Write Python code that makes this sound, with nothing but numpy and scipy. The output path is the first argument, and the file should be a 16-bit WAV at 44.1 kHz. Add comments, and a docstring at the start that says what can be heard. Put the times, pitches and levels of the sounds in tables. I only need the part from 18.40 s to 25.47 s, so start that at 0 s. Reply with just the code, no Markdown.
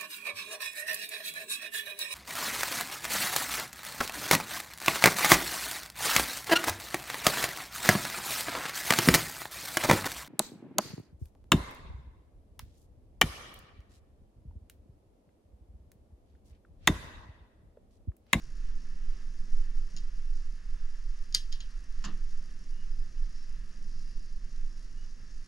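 """Hand wire strippers in an attic: ticks at 1.6 s, a snip through thin wire at 2.9 s, jaws springing open at 3.1 s.
One knock on a sheet-metal furnace cabinet at 3.6 s, then thin squeaks and scrapes to 6.7 s, a soft tick at 4.8 s.
Contacts are swung-up steel modes over coloured grit; the panel is decaying modes under band-damped noise.
Throughout: a blower's low rumble, hum and duct hiss, camera hiss throbbing with its frames, soft handling bumps."""
import sys
import numpy as np
from scipy import signal
from scipy.fft import rfft, irfft
from scipy.io import wavfile
from scipy.ndimage import uniform_filter1d

SR = 44100
rng = np.random.default_rng(int(sys.argv[2]) if len(sys.argv) > 2 else 0)


def unload_wav(signal):
    """Save mono or channel-first audio to the path in sys.argv[1] as 16-bit WAV at rate SR, clipped to [-1, 1]."""
    wavfile.write(
        sys.argv[1],
        SR,
        np.round(np.clip(np.atleast_2d(signal).T, -1, 1) * 32767).astype(np.int16),
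    )


N = 311787
T = np.arange(N) / SR
HZ = np.fft.rfftfreq(N, 1 / SR) + 1e-3

# Colour tables: relative spectral density. Pan: left minus right.
# Steel contacts: [t/s, level/dB, main ring f/Hz, contact/ms, upper ring/dB re main, body/dB, echo send/dB]
CONTACTS = [(1.564, -37.5, 5150, 4.6, 4, -7, -1.5), (1.569, -46.5, 2820, 6.7, -25, 7, -12),
            (1.572, -43, 4730, 3.5, -8, -18, -6), (1.582, -45, 4850, 3.4, 3, 5, -7),
            (2.925, -36.5, 5110, 1.7, -16, -5, -7), (2.9429, -28, 4970, 2.6, -7, 9, -12),
            (2.9468, -8.5, 4810, 2.46, -15, -4, -11), (2.9509, -15.5, 4380, 0.76, -16, -4, -18),
            (2.9565, -26, 4500, 1.7, -17, 4, -10), (2.9632, -40, 4930, 1.2, -12, -6, -10),
            (3.119, -46, 4840, 5, -16, 5, -4), (3.1248, -31.5, 5190, 3.2, -11, 1, -2.5),
            (3.135, -48, 4530, 5, 9, 0, -5), (3.2038, -37.5, 4240, 2.3, 0, 5, -1),
            (3.2074, -42.5, 2900, 4.2, -8, 9, -5), (4.778, -54, 2900, 4.1, -20, -7, -13)]
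# Handles ringing on faintly: [f/Hz, relative level/dB, t60/s]
HANDLE_MODES = [(1264, -40, 0.052), (1696, -36.5, 0.031), (2020, -36, 0.057), (3300, -62, 0.04)]
# Jaws as the microphone cavity colours them: [f/Hz, level/dB]
SNAP_COLOUR = [(410, -68), (700, -32), (1970, -14), (2730, -18), (3140, -17), (3900, -9), (4820, -10.5),
               (5630, -16.5), (6750, -3), (7250, -23), (8050, -28), (8740, -16.5), (9950, -21.5),
               (11300, -27), (12200, -26), (15500, -50)]
# Snap as it comes back from all sides: [f/Hz, level/dB]
SCATTER_COLOUR = [(880, -31), (1500, -24), (1720, -8.5), (2120, -25), (2340, -16), (3060, -5.5), (3540, -9),
                  (3780, -5), (4540, -4.5), (4950, -3), (5950, -11.5), (6490, -10.5), (7570, -24),
                  (10400, -25), (15000, -41)]
EDGE_DB, EDGE_DB_PER_DB = 9, 0.4  # harder contacts have sharper edges
UPPER_RING_HZ, RING_T60_S = 6760, 0.0018
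GRIT_DB, GRIT_SHARE = -6, 0.73  # re modes; part of a contact in which grit fades
BODY_TOP_HZ = 4120
HAND_PAN_DB = -0.5
TAIL_DB, TAIL_T60_S, TAIL_ALIKE = -23.5, 0.19, 1  # attic echoes; channel likeness 0-1

# Thin squeaks of the tool: [t/s, length/s, start f/Hz, rise/Hz, level/dB, octave/dB re fundamental]
SQUEAKS = [(4.325, .13, 2810, 80, -75, -25), (4.505, .055, 4960, 60, -69.5, -13),
           (4.585, .05, 4960, 60, -69.5, -13), (4.905, .175, 5240, 180, -69.5, -25),
           (4.9, .09, 4850, 100, -72, -25), (4.99, .075, 3900, 60, -78, -25),
           (5.02, .1, 4900, 120, -72.5, -25), (5.5, .36, 4920, 60, -73.5, -13),
           (5.52, .38, 2720, 60, -81.5, -25), (6.5, .055, 2840, 60, -78, -25),
           (6.565, .09, 2800, 145, -73, -25)]
SQUEAK_BLUR_HZ, SQUEAK_FLUTTER_DB = 30, 2.2
SQUEAK_RISE_SHARE = 0.3  # time constant of the pitch rise, part of length
# A brief hiss swell, then jaws and fingers sliding along the wire from 4.86 s: [t/s, length/s, level/dB]
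GRIT_SWELLS = [(3.3, .035, -67), (4.86, 0.22, -67.5), (5.477, 0.16, -68.5), (5.58, 0.4, -68.5)]
SCRAPE_HZ, SCRAPE_WIDTH_HZ, SCRAPE_ROUGH_DB = 5120, 1350, 1.5

# Knock on the cabinet, blow and bounces: [t/s, clatter level/dB, brightness/dB per octave]
KNOCKS = [(3.6409, -40, -0.5), (3.648, -39.5, 5), (3.681, -50, -4)]
# Lowest panel modes: [f/Hz, level/dB re BOOM_DB, t60/s]
PANEL_MODES = [(72.6, 0, 0.3), (130, -4.5, 0.27), (168, -4.5, 0.4), (203, 0, 0.37), (263, -13.5, 0.29),
               (230, -11, 0.33), (311.5, -14, 0.27), (700, -22, 0.15), (921, -11, 0.13), (1042, -9, 0.12),
               (1083, -6, .09), (1188, -13, 0.26), (1246, -10, 0.26), (1545, -24, 0.16), (1748, -12, 0.11),
               (2730, -12, 0.12)]
# Dense upper panel modes: [f/Hz, level/dB]
CLATTER_COLOUR = [(180, -38), (300, -1.5), (494, -14.5), (750, -11), (1090, -2), (1380, -3.5), (1820, -2.5),
                  (2350, -15), (2800, -3.5), (3510, -9.5), (4770, -4), (6170, -4.5), (6790, -0.5),
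                  (8240, -24.5), (12300, -35), (14000, -53)]
# Their decay: [f/Hz, t60/s]
CLATTER_T60 = [(300, 0.34), (1200, 0.21), (3000, 0.24), (6000, 0.053), (12000, 0.055)]
BOOM_DB, SWING_CYCLES = -38.5, 1.5
KNOCK_PAN_DB = 1.5

# Soft bumps as hands and camera shift: [t/s at centre, level/dB, f/Hz, 1/e half-width/ms]
BUMPS = [(1.25, -68, 149, 170), (1.57, -56, 135, 32), (2.96, -55, 85.4, 50), (4.59, -55.5, 84, 64),
         (5.22, -63, 68, 67), (6.82, -58, 110, 63)]

# Blower hum through the floor boards: [f/Hz, level/dB]
HUM_COLOUR = [(32, -51), (55, -4.5), (65, -1), (86, -1.5), (141, -2), (173, -1), (277, -10.5), (310, -11.5),
              (463, -19.5), (850, -29.5), (1100, -27), (1870, -120)]
HUM_START_DB, HUM_SAG_DB_PER_S, HUM_DRIFT_DB = -61, 0.28, -1.9
# Duct hiss: [f/Hz, level/dB]
AIR_COLOUR = [(410, -7), (700, -10.5), (830, -11.5), (1020, -5), (1300, -0.5), (1420, -4.5), (1730, 2.5),
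              (2320, -8), (2750, -4), (3140, -9.5), (4100, -13), (5330, -12.5), (9020, -120)]
AIR_DB = -67

# Camera hiss: [f/Hz, level/dB]
HISS_COLOUR = [(2350, -29.5), (4000, -6.5), (4960, 2), (5960, 1), (6330, -2.5), (6620, -2), (7110, -6.5),
               (8160, -14), (9530, -14), (10900, -14.5), (11500, -23.5), (13400, -28), (14400, -63),
               (15000, -37)]
HISS_DB = -66.5
FRAME_HZ = 30000 / 1001
# Two hiss swells per frame: [t/ms into frame, 1/e half-width/ms, mean swell/dB in the high band]
THROB = [(5.5, 5.0, 6.5), (22.2, 3.2, 8.0)]
ODD_FRAME_DB = 1

# Slow air pressure at the microphones, before gusts: [t/s, level/dB]
RUMBLE_LEVEL = [(0, -30), (1.5, -29.5), (3, -30), (3.8, -34), (4.7, -30), (7.07, -33.5)]
# Its spectrum: [f/Hz, level/dB]
RUMBLE_COLOUR = [(3, 2), (5, 9.5), (16, 14), (26, 1.5), (34, 1), (40, -10), (46, -41), (54, -10.5),
                 (62, -69), (120, -150)]
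GUST_DB, GUST_RATE_HZ = 2.5, 14
LOW_PAN_DB = -4  # rumble, boom, bumps

# Likeness of the noise channels: [f/Hz, likeness 0-1]
ALIKE = [(60, 0.7), (130, 1), (290, 0.3), (640, 0.4), (1410, 0.66), (3100, 0.94), (6820, 1), (15000, 0.5)]
# Noise pan: [f/Hz, left minus right/dB]
NOISE_PAN = [(60, 2.5), (110, 1.5), (200, -7), (380, -6.5), (700, -7.5), (1290, -0.5), (2380, 4.5),
             (4400, -1), (8120, 0), (15000, 3.5)]
# Phase lead of left in noise; contacts take 1.6 times this: [f/Hz, lead/rad]
LEFT_LEAD = [(0, -0.086), (260, 0.51), (780, -1.32), (1720, -0.46), (2840, -1.23), (3360, -0.87),
             (3960, -1.1), (4220, -0.9), (5170, 0.25), (8960, 0.21), (10500, 0.37), (13100, -0.83),
             (15200, 0.11)]
TOP_HZ = 15600


def strippers():
    """Ticks, the snip with its rebounds, the jaws springing open: steel contacts and their echoes."""
    direct, sent = np.zeros((2, N)), np.zeros((1, N))
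    for s, db, ring_hz, contact_ms, upper_db, body_db, echo_db in CONTACTS:
        edge_db = EDGE_DB + EDGE_DB_PER_DB * db
        ahead, around = undb(db) * strike(ring_hz, contact_ms, upper_db, body_db, edge_db)
        add(direct, s, sides(HAND_PAN_DB) * ahead)
        add(sent, s, undb(echo_db) * around[None])
    # round the camera body the two ports differ in phase
    turn = np.exp(.8j * over_hz(LEFT_LEAD) * np.array([[1], [-1]]))
    return irfft(rfft(direct + attic(sent[0])) * turn, N)


def strike(ring_hz, contact_ms, upper_db, body_db, edge_db):
    """Two jaw modes swing up during contact, over edge and handle grit; direct (peak 1) and scattered sound."""
    bins = np.fft.rfftfreq(4096, 1 / SR) + 1
    body_shelf_db = body_db / (1 + (bins / BODY_TOP_HZ) ** 8)
    edge_shelf_db = edge_db / (1 + (7800 / bins) ** 8)
    colour_db = body_shelf_db + edge_shelf_db
    snap = causal(np.maximum(over_hz(SNAP_COLOUR, bins), -70) + colour_db)
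    snap = snap + undb(edge_db + body_db) * ring(HANDLE_MODES, count=4096)
    around = causal(np.maximum(over_hz(SCATTER_COLOUR, bins), -70) + colour_db)
    t = T[:1024]
    phase = t * 1000 / max(contact_ms, .2)
    touch = np.sqrt(phase) * np.exp(-phase ** 4)  # the edges part abruptly
    scratch = rng.standard_normal(len(t)) * touch * np.exp(-phase / GRIT_SHARE)
    grit = signal.fftconvolve(snap, scratch)
    swing = np.convolve(touch, 1000 ** (-t / RING_T60_S))[:len(t)]
    start = 2 * np.pi * rng.random(size=2)
    main = np.sin(2 * np.pi * ring_hz * t + start[0])
    upper = undb(upper_db) * np.sin(2 * np.pi * UPPER_RING_HZ * t + start[1])
    modes = swing * (main + upper)
    ahead = np.pad(modes / np.linalg.norm(modes), (0, len(grit) - len(t)))
    ahead = ahead + undb(GRIT_DB) * grit / np.linalg.norm(grit)
    return np.array([ahead, np.pad(around, (0, len(t) - 1))]) / np.abs(ahead).max()


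def attic(x):
    """Dense short echoes from rafters and cabinet, building within about a millisecond."""
    t = T[:SR // 2]
    mid, side = rng.standard_normal((2, len(t)))
    echoes = np.array([mid + (1 - TAIL_ALIKE) * side, mid - (1 - TAIL_ALIKE) * side])
    echoes = echoes * 1000 ** (-t / TAIL_T60_S) * (1 - np.exp(-(t / 0.0005) ** 2))
    soft = signal.sosfilt(signal.butter(1, 7000, fs=SR, output="sos"), echoes)
    echoes = soft + (echoes - soft) * np.exp(-t / 0.017)  # the top dies first
    return undb(TAIL_DB) * signal.fftconvolve(x[None], echoes, axes=1)[:, :N]


def handling():
    """Squeaks: rising, blurred tones with their octave; scrapes: rough band-passed grit."""
    blur = np.cumsum(SQUEAK_BLUR_HZ * walk(300)) / SR
    flutter = undb(SQUEAK_FLUTTER_DB * walk(30))
    squeaks = 0
    for s, length, hz, rise_hz, db, octave_db in SQUEAKS:
        settle_s = SQUEAK_RISE_SHARE * length
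        settling = rise_hz * settle_s * np.exp(-np.maximum(T - s, 0) / settle_s)
        phase = 2 * np.pi * ((hz + rise_hz) * T + settling + blur)
        tone = np.sin(phase) + undb(octave_db) * np.sin(2 * phase)
        squeaks = squeaks + np.sqrt(2) * undb(db) * window(s, length) * flutter * tone
    edges = [SCRAPE_HZ - SCRAPE_WIDTH_HZ / 2, SCRAPE_HZ + SCRAPE_WIDTH_HZ / 2]
    grit = signal.sosfilt(signal.butter(2, edges, "band", fs=SR, output="sos"), rng.standard_normal(N))
    grit = grit / np.std(grit) * undb(SCRAPE_ROUGH_DB * walk(50))
    swells = sum(undb(db) * window(s, length) for s, length, db in GRIT_SWELLS)
    return sides(HAND_PAN_DB) * (squeaks + grit * swells)


def cabinet():
    """A blow with two bounces on sheet metal: clatter with a decay per band, and a boom of low modes."""
    out, t = np.zeros((2, N)), T[:16384]
    bins = np.fft.rfftfreq(len(t), 1 / SR) + 1
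    centres_hz = 300 * 2 ** np.arange(0, 5.6, .5)
    for s, clatter_db, bright_db in KNOCKS:
        mid, side = rfft(rng.standard_normal((2, len(t))))
        colour = undb(over_hz(CLATTER_COLOUR, bins) + bright_db * np.log2(bins / 2000))
        pair = np.array([mid + 0.35 * side, mid - 0.5 * side]) * colour
        pair = pair / np.std(irfft(pair))
        clatter = 0
        for hz, t60 in zip(centres_hz, over_hz(CLATTER_T60, centres_hz)):
            band = np.clip(1 - 2 * abs(np.log2(bins / hz)), 0, 1)
            clatter = clatter + irfft(pair * band) * 1000 ** (-t / t60)
        onset = 1 - np.exp(-t / 0.00014)
        add(out, s, sides(KNOCK_PAN_DB) * undb(clatter_db) * clatter * onset)
    # each mode needs a few cycles to swing up
    boom = 0
    for mode in PANEL_MODES:
        boom = boom + ring([mode], count=len(t)) * (1 - np.exp(-t * mode[0] / SWING_CYCLES))
    add(out, KNOCKS[0][0], sides(LOW_PAN_DB) * undb(BOOM_DB) * boom)
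    return out


def bumps():
    """Short dull thuds carried through the camera body: low band-passed noise in bell envelopes."""
    out = 0
    for s, db, hz, ms in BUMPS:
        band = signal.butter(2, [0.31 * hz, 1.45 * hz], "band", fs=SR, output="sos")
        thud = signal.sosfilt(band, rng.standard_normal(N))
        out = out + undb(db) * thud / np.std(thud) * np.exp(-((T - s) * 1000 / ms) ** 2)
    return sides(LOW_PAN_DB) * out


def blower():
    """Hum in the boards and hiss from the ducts: coloured noise, each flickering a little."""
    flicker_db = HUM_DRIFT_DB * walk(1.1) + 0.81 * walk(13)
    hum = noise(HUM_COLOUR) * undb(HUM_START_DB - HUM_SAG_DB_PER_S * T + flicker_db)
    air = noise(AIR_COLOUR) * undb(AIR_DB + 0.5 * walk(0.42) + 1.05 * walk(13))
    return hum + air


def camera_hiss():
    """Hiss that swells in step with the frames, each swell its own size, strongest in the top octave."""
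    period_ms = 1000 / FRAME_HZ
    throb_db = 0
    for at_ms, width_ms, swell_db in THROB:
        frame, ms = np.divmod(T * 1000 - at_ms + period_ms * 1.5, period_ms)
        size = 1 + 0.55 * np.tanh(rng.standard_normal(N // 1000))[frame.astype(int)]
        throb_db = throb_db + swell_db * size * np.exp(-((ms - period_ms / 2) / width_ms) ** 2)
    # every other frame draws more current
    throb_db = throb_db - throb_db.mean() + ODD_FRAME_DB * np.cos(np.pi * FRAME_HZ * (T - .039))
    hiss = noise(HISS_COLOUR) * undb(HISS_DB + 0.31 * walk(3.53))
    low = signal.sosfiltfilt(signal.butter(4, 8200, fs=SR, output="sos"), hiss)
    high = hiss - low
    return low * undb(0.55 * throb_db + 1.0 * walk(16)) + high * undb(throb_db + 0.61 * walk(38))


def rumble():
    """Slow pressure swings of the blower, mostly below hearing: one gusting noise wave at both ports."""
    wave = irfft(rfft(rng.standard_normal(N)) * undb(over_hz(RUMBLE_COLOUR)), N)
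    fades = signal.windows.tukey(N, .015)  # short, at both ends, so the cut makes no click
    level = undb(curve(RUMBLE_LEVEL) + GUST_DB * walk(GUST_RATE_HZ))
    return sides(LOW_PAN_DB) * fades * wave / np.std(wave) * level


def noise(colour):
    """Stereo noise as two close microphone ports hear it; rms 1 in the mean of the channels."""
    mid, side = rfft(rng.standard_normal((2, N)))
    alike = np.clip(over_hz(ALIKE), 0, 1)
    half = undb(over_hz(NOISE_PAN) / 2) * np.exp(.5j * over_hz(LEFT_LEAD))
    mid, side = mid * np.sqrt(1 + alike), side * np.sqrt(1 - alike)
    spectra = np.array([(mid + side) * half, (mid - side) / half])
    pair = irfft(undb(over_hz(colour)) * spectra, N)
    return pair / np.std(pair.mean(axis=0))


def ring(modes, count):
    """Decaying sines from one blow, pitches a little different each time."""
    t = T[:count]
    hz, db, t60 = np.transpose(modes)[:, :, None]
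    hz = hz * (1 + 0.0041 * rng.standard_normal(hz.shape))
    return (undb(db) * np.sin(2 * np.pi * hz * t) * 1000 ** (-t / t60)).sum(axis=0)


def causal(db):
    """Minimum-phase response with these dB at even frequency steps, by folded cepstrum; energy 1."""
    cepstrum = irfft(db * np.log(10) / 20)
    half = len(cepstrum) // 2
    cepstrum[1:half] *= 2
    cepstrum[half + 1:] = 0
    out = irfft(np.exp(rfft(cepstrum)))
    return out / np.sqrt(np.sum(out ** 2))


def walk(rate_hz):
    """Random levels held 1 / rate_hz s and smoothed twice; spread near 1."""
    k = int(SR / rate_hz)
    steps = np.repeat(rng.standard_normal(N // k + 1), k)
    return 1.3 * uniform_filter1d(uniform_filter1d(steps, k), k)[:N]


def window(s, length):
    """A soft rise and fall between s and s + length."""
    return np.sin(np.pi * np.clip((T - s) / length, 0, 1)) ** .35


def add(track, s, sound):
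    """Mix a sound in at s seconds."""
    i = int(s * SR)
    track[:, i:i + sound.shape[1]] += sound


def undb(db):
    """Decibels to gain."""
    return 10 ** (np.asarray(db) / 20)


def sides(pan_db):
    """Left and right gains."""
    return undb(np.array([[pan_db], [-pan_db]]) / 2)


def curve(rows):
    """A [t/s, value] table at every sample."""
    return np.interp(T, *np.transpose(rows))


def over_hz(rows, bins=HZ):
    """A [f/Hz, value] table at every frequency bin, linear in log frequency."""
    hz, value = np.transpose(rows)
    return np.interp(np.log(bins), np.log(hz + 1), value)


def scene():
    """Hand work and its echoes over blower and camera noise."""
    return strippers() + cabinet() + bumps() + rumble() + blower() + camera_hiss() + handling()


def record(dry):
    """The camera cuts the top: steep low-pass."""
    return signal.sosfilt(signal.ellip(8, .2, 70, TOP_HZ, fs=SR, output="sos"), dry)


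dry = scene()
out = record(dry)
unload_wav(out)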